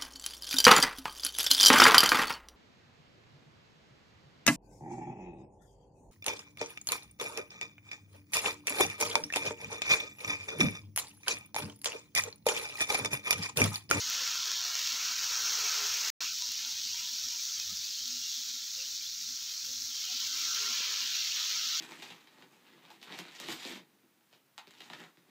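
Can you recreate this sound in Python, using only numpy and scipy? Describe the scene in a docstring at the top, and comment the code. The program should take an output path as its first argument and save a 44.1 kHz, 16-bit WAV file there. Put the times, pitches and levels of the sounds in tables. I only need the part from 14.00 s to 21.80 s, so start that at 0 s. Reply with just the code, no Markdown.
"""Buttered corn wet with lemon juice sizzles in a hot pan, heard close by one small microphone.
Steam bubbles burst as random clicks over hiss, fizzing fat adds short pitched rings, and the pan resonates.
Sharp spits echo once, brief tones swell and fade, and a soft knock falls amid low hum and rumble of noise.
A noise suppressor thins the lows in patches; the sound drops out for a tenth of a second."""
import sys
import numpy as np
from scipy import signal
from scipy.fft import rfft, irfft
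from scipy.io import wavfile
from scipy.ndimage import uniform_filter1d

SR = 44100
rng = np.random.default_rng(int(sys.argv[2]) if len(sys.argv) > 2 else 0)


def linear_from_db(decibels):
    """Turn decibels (scalar or array-like) into linear amplitude factors; 0 gives 1."""
    return 10 ** (np.asarray(decibels, float) / 20)


def file_out(sig):
    """Save sig as 16-bit WAV at sys.argv[1]."""
    # one column per channel
    cols = np.atleast_2d(sig).T
    # limit, then scale
    lim = np.clip(cols, -1, 1)
    pcm = np.round(lim * 32767).astype(np.int16)
    wavfile.write(sys.argv[1], SR, pcm)


N = 343980
FREQS = np.arange(N // 2 + 1) * SR / N + 1e-3   # spectrum bins [Hz], kept above zero for the logarithm

# colour of a burst at the microphone: (frequency [Hz], relative density [dB per Hz])
BURST_COLOUR = [(300, -37.5), (600, -24.5), (1150, -17.5), (1270, -13.5), (2050, -11.5), (2950, -9.5),
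                (4600, -6), (6550, -4), (7450, -14.5), (9260, -31), (9850, -29), (11450, -27.5),
                (12350, -21.5), (15600, -16.5)]


def frying():
    """Source-filter principle: burst noise excites pan and microphone; band gains follow a set course."""
    # course of the frying: (time [s], main-band level [dB], low-band lift [dB],
    # bubble size as added body [dB], pan ringing [dB])
    course = [(0.0, -37.5, 1, 1.5, 0.5), (0.3, -37, 0.5, 1, 2.5), (0.62, -38.5, 2.5, 2, 2),
              (0.85, -36, -1.5, 1, -0.5), (1.15, -37, 2, .5, 1.5), (1.35, -35, -1, -2, 3),
              (1.65, -34.5, 1.5, -1, 2.5), (2.09, -34.5, 0.5, -0.5, -2), (2.214, -36, 4, 0.5, 0),
              (2.27, -38.5, -3.5, 1.5, 0), (2.8, -39.5, -4, 2.5, -2), (3.45, -39.5, -6, 0.2, 1.5),
              (3.8, -40, -3, 2.5, -4), (4.2, -40, -7.5, 1.5, 0), (4.6, -41, -5, 2, -0.5),
              (5.3, -41.5, -6.5, 2, 0), (5.85, -40.5, -5, 0.5, -1), (6.1, -39.5, -3, 4, 0.5),
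              (6.38, -37.5, -4, 2.5, 0.5), (6.52, -37.5, -2.5, 1.5, 5), (6.88, -39, 2, 5, 3.5),
              (7.1, -38, -2, 5.5, -1), (7.4, -38.5, 0.5, 4, 0.5), (7.8, -38.5, -3.5, 5, 3.5)]
    # what each band below the main one follows, deepest first:
    # (share of low-band lift [dB/dB], share of bubble size [dB/dB], share of pan ringing [dB/dB])
    follows = [(1.13, 0.067, 0.0), (0.42, 0.0, 0.57), (0.38, 0.57, 0.0), (0.003, 1, 0.14)]
    bubbling_db, top_hiss_db = -8.5, -13   # against the bursts; against the main band
    low_waver_db, low_waver_hz = 0.94, 2.7   # the low bands waver in level

    time_s, *columns = np.transpose(course)
    level_db, low_lift_db, size_db, ring_db = [np.interp(np.arange(N) / SR, time_s, c) for c in columns]
    excitation = bursts(per_s=6000, spread_db=3.5, clump_db=1.5, hiss_db=-0.5)
    excitation = rfft(excitation + linear_from_db(bubbling_db) * bubbling())

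    bare = causal(gain_at(BURST_COLOUR, FREQS))
    direct = np.array(split(excitation * bare))
    ringing = np.array(split(excitation * (colour() - bare)))
    *lower, main, top = direct + linear_from_db(ring_db) * ringing

    low_lift_db = low_lift_db + low_waver_db * drift(low_waver_hz)
    lift_db = np.array(follows) @ [low_lift_db, size_db, ring_db]
    body = np.sum(lower * linear_from_db(lift_db), axis=0) + main
    top_hiss = linear_from_db(top_hiss_db) * rms_one(below_cutoff(top))
    return linear_from_db(level_db) * (body / np.std(main) + top_hiss)


def bursts(per_s, spread_db, clump_db, hiss_db):
    """Shot noise: bubbles burst as clicks of uneven size, in clumps, over smooth steam hiss; rms 1."""
    sizes = linear_from_db(spread_db * np.minimum(rng.exponential(1, N), 4.5))
    sizes = sizes * rng.choice([-1, 1], N)
    clumping = linear_from_db(clump_db * (drift(60) + drift(12)))
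    born = rng.random(N) < per_s * clumping / SR
    return rms_one(rms_one(sizes * born) + linear_from_db(hiss_db) * rng.standard_normal(N))


def bubbling():
    """Damped resonance: spots of fat fizz at pitches of their own, flaring and fading apart; rms 1."""
    lowest_hz, highest_hz = 2300, 8490
    ring_cycles = 28.5   # cycles in which a ring decays by 60 dB
    usual_per_s = 300   # births at each pitch, before the flaring
    out = 0
    for hz in np.geomspace(lowest_hz, highest_hz, 14):
        radius = linear_from_db(-60 * hz / (ring_cycles * SR))
        flaring = linear_from_db(5 * drift(6) + 3 * drift(30))
        born = rng.random(N) < usual_per_s * flaring / SR
        out = out + rms_one(resonate(born * rng.standard_normal(N), hz, radius))
    return rms_one(out)


def colour():
    """Modal resonance: Lorentzian peaks of the pan stand on the microphone colour."""
    # pan resonances: (frequency [Hz], half-height width [Hz], lift [dB])
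    pan = [(415, 22, 10), (515, 23, 7), (717, 7.6, 7.5), (961, 27, 5.5), (1067, 20, 7.5), (1274, 16, 6.5),
           (1373.5, 29, 8.5), (1519, 20, 6), (1724, 11, 4), (2370, 8, 3), (2400, 27, -3.5), (2570, 13, 1.5),
           (2785, 17, 3.5), (3200, 12, 5.5), (4360, 490, 1.5), (5610, 550, 4)]
    peaks = 0
    for hz, width_hz, lift_db in pan:
        peaks = peaks + (linear_from_db(lift_db) - 1) / (1 + (2 * (FREQS - hz) / width_hz) ** 2)
    return causal(gain_at(BURST_COLOUR, FREQS) * (1 + peaks))


def spits():
    """Impulse response: each spit is one sharp burst of its own brightness, echoed by the pan wall."""
    # loud spits, levels before the echo: (time [s], peak of the body [dB], peak of the top band [dB])
    spit_list = [(0.1004, -17, -25), (0.1507, -18, -39), (0.2177, -20, -37), (0.2769, -17, -44),
                 (0.316, -19.5, -34), (0.3556, -20, -31), (0.4568, -19.5, -50), (0.5168, -14.5, -33),
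                 (0.6068, -20, -46), (0.7538, -15, -43), (0.7924, -20, -33), (0.8731, -15, -42),
                 (1.1138, -21.5, -42), (1.3554, -18, -42), (1.843, -21, -40), (2.0795, -29, -42),
                 (2.4221, -16.5, -42), (2.4898, -22, -46), (2.519, -22, -28), (2.6495, -21.5, -48),
                 (2.9459, -18, -50), (3.1909, -27, -47), (3.5988, -18.5, -46), (3.7019, -25, -42),
                 (4.0794, -25, -35), (4.1052, -25, -45), (5.429, -27, -37), (6.753, -24, -32),
                 (6.9815, -24, -49), (7.0057, -20, -48), (7.5255, -30, -51)]
    echo_db, echo_s = -8.5, 0.00121

    time_s, peak_db, top_db = np.transpose(spit_list)
    at = np.round(time_s * SR).astype(int)
    signs = rng.choice([-1, 1], len(at))
    *body, top = split(colour())
    out = 0
    for pulse, level_db in [(sum(body), peak_db), (below_cutoff(top), top_db)]:
        clicks = np.zeros(N)
        clicks[at] = signs * linear_from_db(level_db)
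        out = out + irfft(rfft(clicks) * rfft(pulse), N) / np.abs(pulse).max()
    return out + linear_from_db(echo_db) * np.roll(out, round(echo_s * SR))


def swells():
    """Amplitude and frequency modulation: sines under Gaussian envelopes, slightly unsteady in pitch."""
    # brief tones: (time of crest [s], frequency [Hz], rms at the crest [dB], three standard deviations [s])
    tones = [(0.22, 533, -60.5, 0.042), (1.655, 418, -60, 0.057), (1.826, 415, -55.5, 0.12),
             (2.433, 966, -62.5, 0.1), (2.696, 913, -63.5, 0.16), (3.339, 960, -62, 0.06),
             (3.045, 972, -63.5, 0.31), (3.729, 199, -55.5, 0.024), (3.715, 85, -62, .12),
             (3.72, 140.5, -63, .06), (4.148, 247, -61.5, 0.16), (4.805, 516, -64.5, 0.1),
             (5.703, 513, -67.5, 0.1), (6.106, 767, -61, 0.054), (6.153, 248.5, -58, 0.026),
             (6.366, 309, -68.5, 0.2), (6.637, 422, -63.5, 0.13), (6.715, 244, -57.5, 0.047),
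             (6.917, 421, -68, 0.11)]
    t, out = np.arange(N) / SR, 0
    for crest_s, hz, level_db, length_s in tones:
        unsteady_hz = hz * (1 + 0.02015 * drift(30.5))
        phase = 2 * np.pi * np.cumsum(unsteady_hz) / SR
        envelope = np.exp(-0.5 * ((t - crest_s) / (0.33 * length_s)) ** 2)
        out = out + linear_from_db(level_db) * np.sqrt(2) * np.sin(phase) * envelope
    return out


def kitchen():
    """Filtered noise gives hum and rumble; a critically damped pulse gives one soft low knock."""
    # hum: (frequency [Hz], width [Hz], rms level [dB])
    hum = [(87.3, 9.7, -75), (174, 33, -79.5), (248, 16, -72)]
    # rumble spectrum, before a roll-off above 400 Hz: (frequency [Hz], relative density [dB per Hz])
    rumble_colour = [(12, -50), (20, -32), (91, 0.5), (134, -7), (245, -3), (311, -9.5), (400, 1.5),
                     (520, -55), (880, -120)]
    rumble_db = -70
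    knock_s, knock_peak_db, knock_hz = 6.806, -38, 1100   # start, peak, brightness

    rumble_gain = gain_at(rumble_colour, FREQS) / (1 + (FREQS / 400) ** 6)
    rumble = irfft(rfft(rng.standard_normal(N)) * rumble_gain, N)
    out = linear_from_db(rumble_db) * rms_one(rumble)
    for hz, width_hz, level_db in hum:
        out = out + linear_from_db(level_db) * narrow(hz, width_hz, waver_db=1.5, rate_hz=8.3)
    since = np.maximum(np.arange(N) / SR - knock_s, 0) * 2 * np.pi * knock_hz   # radians
    return out + linear_from_db(knock_peak_db) * np.e * since * np.exp(-since)


def narrow(hz, width_hz, waver_db, rate_hz):
    """Narrow-band noise: a resonance passes one tone of it, its level wavering; rms 1."""
    tone = resonate(rng.standard_normal(N), hz, np.exp(-np.pi * width_hz / SR))
    return rms_one(tone * linear_from_db(waver_db * drift(rate_hz)))


def resonate(x, hz, radius):
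    """Two-pole resonance: the pole radius is the decay per sample, the pole angle the pitch."""
    poles = [1, -2 * radius * np.cos(2 * np.pi * hz / SR), radius * radius]
    return signal.lfilter([1, 0, -1], poles, x)


def drift(rate_hz):
    """Low-passed noise: slow chance of rms 1, from a double one-pole filter on every 40th sample."""
    r = np.exp(-2 * np.pi * rate_hz * 40 / SR)
    slow = signal.lfilter([1], [1, -2 * r, r * r], rng.standard_normal(N // 40 + 2002))
    slow = slow[2000:]   # skip the filter's settling
    return np.interp(np.arange(N) / 40, np.arange(len(slow)), rms_one(slow))


def rms_one(x):
    """Normalisation of power: scale to rms 1."""
    return x / np.sqrt(np.mean(x ** 2) + 1e-20)


def gain_at(points, hz):
    """Spectral envelope: gain read from (Hz, dB) points on a log-frequency axis."""
    point_hz, point_db = np.transpose(points)
    return linear_from_db(np.interp(np.log(hz), np.log(point_hz), point_db))


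def causal(gain):
    """Minimum phase: folding the cepstrum forward in time keeps clicks from sounding early."""
    cepstrum = irfft(np.log(gain), N)
    cepstrum[1:N // 2] *= 2
    cepstrum[N // 2 + 1:] = 0
    return np.exp(rfft(cepstrum))


def split(spectrum):
    """Complementary filtering: overlapping bands that add up to the whole."""
    # crossovers between the six bands: (frequency [Hz])
    band_edges_hz = [1200, 1700, 2900, 4800, 9300]
    above = [1 / (1 + (edge / FREQS) ** 16) for edge in band_edges_hz]
    shares = -np.diff([np.ones_like(FREQS)] + above + [np.zeros_like(FREQS)], axis=0)
    return [irfft(spectrum * share, N) for share in shares]


def below_cutoff(x):
    """Ideal low-pass: the spectrum ends abruptly at 15740 Hz."""
    return irfft(rfft(x) * (FREQS < 15740), N)


def scene():
    """Superposition: all sources add at one microphone."""
    return np.tile(frying() + spits() + swells() + kitchen(), (2, 1))


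def suppress(x):
    """Spectral gating: turning down cells not above their threshold leaves patches and wavering tones."""
    # suppressor threshold: (frequency [Hz], level over the usual level [dB])
    threshold = [(60, 5), (300, 1.5), (700, 6.5), (1150, 1), (1350, 1.5), (2100, 2), (3100, -1),
                 (4100, -5.5), (6100, -15), (9000, -28)]
    suppress_db, knee_db = 7.5, 1

    hz, _, cells = signal.stft(x, SR, nperseg=1024, noverlap=768)
    power = uniform_filter1d(np.abs(cells) ** 2, size=9, axis=1)   # smooth in time
    power = uniform_filter1d(power, size=3, axis=0)   # and in frequency
    level_db = 10 * np.log10(power + 1e-20)
    usual_db = uniform_filter1d(np.median(level_db, axis=1), size=7)
    threshold_db = usual_db + 20 * np.log10(gain_at(threshold, hz + 1))
    over_db = level_db - threshold_db[:, None]
    turned_down = 0.5 - 0.5 * np.tanh(over_db / knee_db / 2)   # 0 well above threshold, 1 well below
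    gain = linear_from_db(-suppress_db * turned_down)
    return signal.istft(cells * gain, SR, nperseg=1024, noverlap=768)[1][:N]


def top_cut(x):
    """Nothing passes above the cut-off."""
    return signal.sosfilt(signal.butter(12, 17080, fs=SR, output="sos"), x)


def record(dry):
    """Gating and band-limiting: noise suppression, the top cut, then a short mute with soft edges."""
    mute_start_s, mute_end_s, edge_s = 2.1027, 2.2054, 0.0004
    t = np.arange(N) / SR
    outside_s = np.maximum(mute_start_s - t, t - mute_end_s)
    unmuted = np.clip(outside_s / edge_s, 0, 1)
    mono = below_cutoff(suppress(dry[0])) * unmuted
    mix = np.tile(mono, (2, 1))
    return top_cut(mix)


dry = scene()
out = record(dry)
file_out(out)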